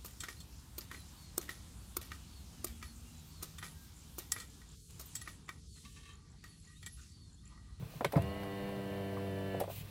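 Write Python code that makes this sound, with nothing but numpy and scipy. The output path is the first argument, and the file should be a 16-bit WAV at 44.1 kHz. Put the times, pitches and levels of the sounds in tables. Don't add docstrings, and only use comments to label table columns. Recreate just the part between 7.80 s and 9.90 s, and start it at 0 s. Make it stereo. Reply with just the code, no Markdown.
import sys
import numpy as np
from scipy import signal
from scipy.fft import rfft, irfft
from scipy.io import wavfile

SR = 44100
rng = np.random.default_rng(int(sys.argv[2]) if len(sys.argv) > 2 else 0)


def master_out(mix):
    frames = np.transpose(np.atleast_2d(mix))
    ceiling = np.clip(frames, -1, 1)
    pcm = np.round(ceiling * 32767).astype(np.int16)
    wavfile.write(sys.argv[1], SR, pcm)


N = 92610
T = np.arange(N) / SR
START_S, RUN_UP_S, STOP_S, RUN_DOWN_S = .36, .06, 1.805, .03
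# time_s, speed_hz
SHAFT_SPEED = [(0.35, 80), (0.42, 96.8), (0.47, 97.8), (0.54, 98.7), (0.6, 100.2), (0.69, 97.9),
               (0.77, 98.4), (0.84, 98.4), (0.9, 99.5), (0.98, 98.0), (1.11, 97.6), (1.175, 98.7),
               (1.25, 97.5), (1.42, 97.5), (1.46, 98.2), (1.52, 97.2), (1.77, 96.5), (1.82, 93)]


def amp(db):
    return 10 ** (np.asarray(db) / 20)


def unit(x):
    return x / np.sqrt(np.mean(x ** 2) + 1e-20)


def read(points, hz):
    rows = np.array(points, float)
    return np.interp(np.log(hz + 1), np.log(rows[:, 0] + 1), rows[:, 1])


def add(mix, start_s, sound):
    part = mix[:, max(0, round(start_s * SR)):][:, :sound.shape[-1]]
    part += sound[..., :part.shape[-1]]


def drift(rate_hz):
    hz = np.fft.rfftfreq(N, 1 / SR)
    low_pass = np.exp(-(hz / rate_hz) ** 2) * (hz > 0)
    return unit(irfft(rfft(rng.standard_normal(N)) * low_pass, N))


def bell(hz, centre_hz, spread_oct):
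    return np.exp(-.5 * (np.log2(hz / centre_hz) / spread_oct) ** 2)


def decay(t, t60_s):
    return np.exp(-np.log(1000) * t / t60_s)


def noise(colour, size=N, ripple_db=3.9, ripple_step_hz=75.4):
    # frequency_hz, correlation
    coherence = [(50, 0.59), (300, 0.69), (700, 0.4), (1300, 0), (3000, 0.083), (16000, 0.072)]
    hz = np.fft.rfftfreq(size, 1 / SR)
    left, independent = rfft(rng.standard_normal((2, size)))
    same = read(coherence, hz)
    right = same * left + np.sqrt(1 - same ** 2) * independent
    ripple = np.array([np.interp(hz / ripple_step_hz, np.arange(len(row)), row)
                       for row in rng.standard_normal((2, 1024))])
    colour_db = read(colour, hz) + ripple_db * ripple * (1 - same)
    return unit(irfft(np.array([left, right]) * amp(colour_db), size))


def stereo_phase(hz, limit_rad=1.6, corner_hz=800):
    return np.array([[0], [rng.uniform(-1, 1) * limit_rad * min((hz / corner_hz) ** 2, 1)]])


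def cabin(drone_hz=98.05, rumble_hz=57.6):
    # frequency_hz, density_db
    air_spectrum = [(20, -27), (40, 4), (60, -2.5), (90, -3.5), (140, 2.5), (200, -7), (280, -16.5),
                    (600, -17), (900, -20.5), (1500, -23), (2800, -24.5), (4000, -28.5), (7000, -35),
                    (10000, -36), (16000, -32.5)]
    # time_s, level_db
    drone_levels = [(0, -51), (.3, -88), (.5, -51), (.75, -55), (1.0, -57), (1.13, -48), (1.5, -43.5),
                    (1.75, -46.5), (2.1, -52)]
    drone = amp(np.interp(T, *np.transpose(drone_levels))) * np.sin(2 * np.pi * (drone_hz * T + rng.random()))
    rumble = amp(-64.5) * np.sin(2 * np.pi * rumble_hz * T + .5 * drift(3))
    return amp(-49) * noise(air_spectrum) + np.sqrt(2) * (drone + rumble)


def light_brushing(length_s, level_db, peak_hz, peak_db=10.5, fade_s=0.024):
    # frequency_hz, density_db
    friction_spectrum = [(100, -31), (1500, -4), (2700, 6.5), (5000, 3.5), (7500, 3.5), (11000, 5.5),
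                         (16000, 13)]
    t = np.arange(int(length_s * SR)) / SR
    fade = np.clip(np.minimum(t, length_s - t) / fade_s, 0, 1)
    hz = np.geomspace(100, SR / 2, 100)
    colour_db = read(friction_spectrum, hz) + peak_db * bell(hz, peak_hz, spread_oct=0.51)
    hiss = noise(np.transpose([hz, colour_db])) * amp(drift(60))
    return amp(level_db) * hiss[:, :len(t)] * fade


def mount_thump(level_db, centre_hz, spread_oct, rise_s=0.0086):
    # pitch_hz, level_db, t60_s
    mount_modes = [(79, -13.5, 0.44), (103.7, -10.5, 0.25), (133.7, -5.5, 0.14), (152.2, 0, .1),
                   (218, -15, 0.03), (292, -3.5, 0.075)]
    t = np.arange(SR // 2) / SR
    ring = sum(amp(db) * bell(hz, centre_hz, spread_oct) * np.sin(2 * np.pi * hz * t) * decay(t, t60_s)
               for hz, db, t60_s in mount_modes)
    return amp(level_db) * ring * np.minimum(t / rise_s, 1)


def trim_knock(level_db, centre_hz, spread_oct, detune=0.0084, contact_s=0.0095, rise_s=0.0015):
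    # pitch_hz, level_db, t60_s
    trim_modes = [(358, -6, 0.034), (450, -15, 0.082), (554.6, -1.5, 0.03), (671, -10, 0.082),
                  (798, -14.5, 0.054), (1014, -13.5, 0.058), (1214, -1.5, 0.011), (1535, -18.5, 0.09),
                  (2197, -2.5, 0.024), (3560, 0, 0.019), (4180, -10, 0.022)]
    t = np.arange(SR // 5) / SR
    ring = np.zeros((2, len(t)))
    for hz, db, t60_s in trim_modes:
        detuned_hz = hz * (1 + detune * rng.uniform(-1, 1))
        mode = np.sin(2 * np.pi * detuned_hz * t + stereo_phase(hz)) * rng.choice([-1, 1])
        ring += amp(db) * bell(hz, centre_hz, spread_oct) * mode * decay(t, t60_s)
    colour = [(hz, 20 * np.log10(bell(hz, centre_hz, spread_oct) + 1e-3))
              for hz in np.geomspace(50, SR / 2, 40)]
    contact = amp(-13) * noise(colour, size=len(t)) * np.exp(-t / contact_s)
    return amp(level_db) * (ring + contact) * (1 - np.exp(-t / rise_s))


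def switch_click(level_db, tilt_db_per_oct, ring_factor, rise_s=0.0027, snap_s=0.0032):
    # centre_hz, density_db, t60_s
    bands = [(100, -7, 0.063), (393, 6.5, 0.063), (790, 19.5, 0.028), (1500, 8, 0.028), (2100, 0, 0.1),
             (3420, -9.5, 0.11), (5300, -7.5, 0.028), (6560, -20, 0.063), (8300, -20, 0.12),
             (10700, -16.5, 0.052), (14800, -6, 0.01)]
    t = np.arange(SR // 5) / SR
    hz = np.fft.rfftfreq(len(t), 1 / SR)
    colour = [(f, db + tilt_db_per_oct * np.log2(f)) for f, db, _ in bands]
    spectrum = rfft(noise(colour, size=len(t)))
    ring = 0
    for centre_hz, _, t60_s in bands:
        band = read([(f, f == centre_hz) for f, _, _ in bands], hz)
        ring += irfft(spectrum * band, len(t)) * decay(t, t60_s * ring_factor)
    attack = np.minimum(t / (rise_s * min(ring_factor, 1)), 1)
    snap = 1 + 0.82 * np.exp(-t / snap_s)
    return amp(level_db) * ring * attack * snap


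def motor_envelope():
    return np.clip((T - START_S) / RUN_UP_S, 0, 1) * np.clip(1 - (T - STOP_S) / RUN_DOWN_S, 0, 1)


def motor_whirr(speed_hz, angle, surge_db_per_hz=0.87):
    # frequency_hz, density_db
    whirr_spectrum = [(60, -1.5), (115, 12), (165, -1), (230, -13), (300, -3), (430, -7), (560, 0.5),
                      (635, 11), (720, -18), (1100, -8.5), (1500, -13), (2200, -8.5), (2550, -14.5),
                      (2950, -11.5), (3500, -19), (4400, -18), (6500, -45), (10000, -25.5), (16000, -36)]
    pulse = 1 + 0.33 * np.cos(2 * angle)
    surge = amp(surge_db_per_hz * np.clip(speed_hz - np.median(speed_hz), -2, 2))
    return amp(-51) * noise(whirr_spectrum) * pulse * surge * motor_envelope()


def motor_tones(angle, gain_db=-1, waver_low_db=0.76, waver_top_db=1.7, whine_order=18):
    # order (rounded to a whole multiple), left_db, right_db, growth_db_per_s
    harmonics = [(1.96, -42, -51.5, 0.5), (3, -48, -54, 2), (4, -47, -51, 1.5), (5, -46, -51.5, 1),
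                 (5.9, -55.5, -59.5, 7.5), (6.9, -51, -56.5, 1.5), (8, -54.5, -81, -3.5),
                 (9, -62.5, -63.5, -3), (10, -55.5, -98, 0.5), (11, -58, -87, -12), (12, -67, -93, 6),
                 (13, -86, -65, -8), (13.9, -69, -70.5, 6.5), (16, -60, -83, 0), (17, -72, -70, 4),
                 (17.6, -63, -58, 5.5), (20, -59, -67.5, -4.5), (21, -76, -66.5, -3), (23, -68.5, -69, -2),
                 (24, -69, -83, 0), (25, -72.5, -81, 7), (28, -63, -70.5, 3), (29, -68.5, -65.5, -11),
                 (30, -75, -67, -3), (31, -68.5, -67, 8.5), (32, -75, -70.5, 4), (37, -66.5, -87, -1),
                 (40, -76, -90, -5), (44, -69, -79, -5)]
    # time_s, level_db
    whine_levels = [(.42, -1), (.6, -0.5), (.72, 1), (.92, 0), (1.18, 0.5), (1.36, -0.5), (1.58, -1),
                    (1.72, 1.5)]
    whine_db = np.interp(T, *np.transpose(whine_levels))
    from_midrun_s = T - (START_S + STOP_S) / 2
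    nominal_hz = SHAFT_SPEED[1][1]
    tones = np.zeros((2, N))
    for order, left_db, right_db, growth in harmonics:
        height = min(order / whine_order, 1)
        waver_db = (waver_low_db + (waver_top_db - waver_low_db) * height) * drift(8.3)
        level_db = gain_db + whine_db * height + growth * from_midrun_s + waver_db
        smear_rad = np.pi * round(order) ** 2 / 6 + .4 * rng.standard_normal()
        tone = np.cos(round(order) * angle + smear_rad + stereo_phase(order * nominal_hz))
        rasp = 1 + 0.18 * height * drift(47)
        tones += amp([[left_db], [right_db]]) * amp(level_db) * rasp * tone
    return np.sqrt(2) * tones * motor_envelope()


def scene():
    # start_s, level_db, centre_hz, spread_oct
    knocks = [(.024, -43, 910, 0.91), (.136, -43, 700, 0.57), (.2085, -27, 970, 0.51),
              (.2125, -27, 565, 0.29), (.2215, -29.5, 493, 0.65), (.246, -19.5, 1500, 1.02),
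              (.2505, -21, 470, 0.44), (.333, -24.5, 496, 0.77), (.339, -21.5, 567, 0.65),
              (.356, -23.5, 706, 1), (.373, -18.5, 670, 0.71), (.381, -24, 627, 0.56), (.632, -34, 694, .6),
              (1.370, -27, 1040, 0.24), (1.744, -27, 586, 0.65), (1.802, -27, 800, 0.25),
              (1.8115, -20.5, 650, 0.32), (1.822, -24, 550, 0.54), (1.839, -27, 725, 0.46),
              (1.877, -31, 573, 0.62), (1.898, -33, 683, 0.76)]
    # start_s, level_db, tilt_db_per_oct, ring_factor
    clicks = [(.2085, -23, -5, 0.55), (.245, -19, 0, 1.02), (.2465, -27.5, 2.5, 0.41),
              (.3215, -33.5, 4, 1.65), (.3555, -25.5, -4.5, 0.85), (.365, -36, 1.5, 2.2),
              (.421, -35, 5, .45), (.632, -41, 3, 1.1), (.888, -44, 2, 1.1), (1.800, -27.5, 8.5, 1.4),
              (1.8035, -34.5, 3, 1.9), (1.837, -41, 2, 0.72)]
    # start_s, level_db, centre_hz, spread_oct
    thumps = [(.003, -34, 143, 0.63), (.025, -32, 145, .4), (.155, -38, 160, .4), (.2545, -29.5, 152, 0.52),
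              (.3605, -14, 162, 1.1), (.401, -30, 100, 0.48), (.434, -34, 198, 1.2), (.462, -25, 82, 0.33),
              (.57, -28, 108, .2), (1.76, -42, 150, 0.44)]
    # start_s, length_s, level_db, peak_hz
    strokes = [(.09, 0.141, -60, 4800), (1.885, .15, -48, 2600), (2.02, .12, -59.5, 3580)]
    # frequency_hz, left_minus_right_db
    balance = [(60, 5.7), (110, 6), (200, 8), (380, 5), (700, 5.6), (1300, 4), (2400, 1), (4400, 4),
               (8000, 8), (15000, 9)]
    flutter = 1 + .001 * drift(37)
    speed_hz = np.interp(T, *np.transpose(SHAFT_SPEED)) * flutter
    angle = 2 * np.pi * np.cumsum(speed_hz) / SR
    mix = cabin() + motor_whirr(speed_hz, angle)
    for events, source in ((knocks, trim_knock), (clicks, switch_click),
                           (thumps, mount_thump), (strokes, light_brushing)):
        for start_s, *settings in events:
            add(mix, start_s, source(*settings))
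    lean_db = read(balance, np.fft.rfftfreq(N, 1 / SR)) / 2
    return irfft(rfft(mix) * amp([lean_db, -lean_db]), N) + motor_tones(angle)


def record(dry, low_cut_hz=70, high_cut_hz=16050):
    thinned = signal.sosfilt(signal.butter(2, low_cut_hz, "high", fs=SR, output="sos"), dry)
    low_pass = signal.firwin(511, high_cut_hz, window=("kaiser", 9), fs=SR)
    return signal.oaconvolve(thinned, low_pass[None], "same")


dry = scene()
out = record(dry)
master_out(out)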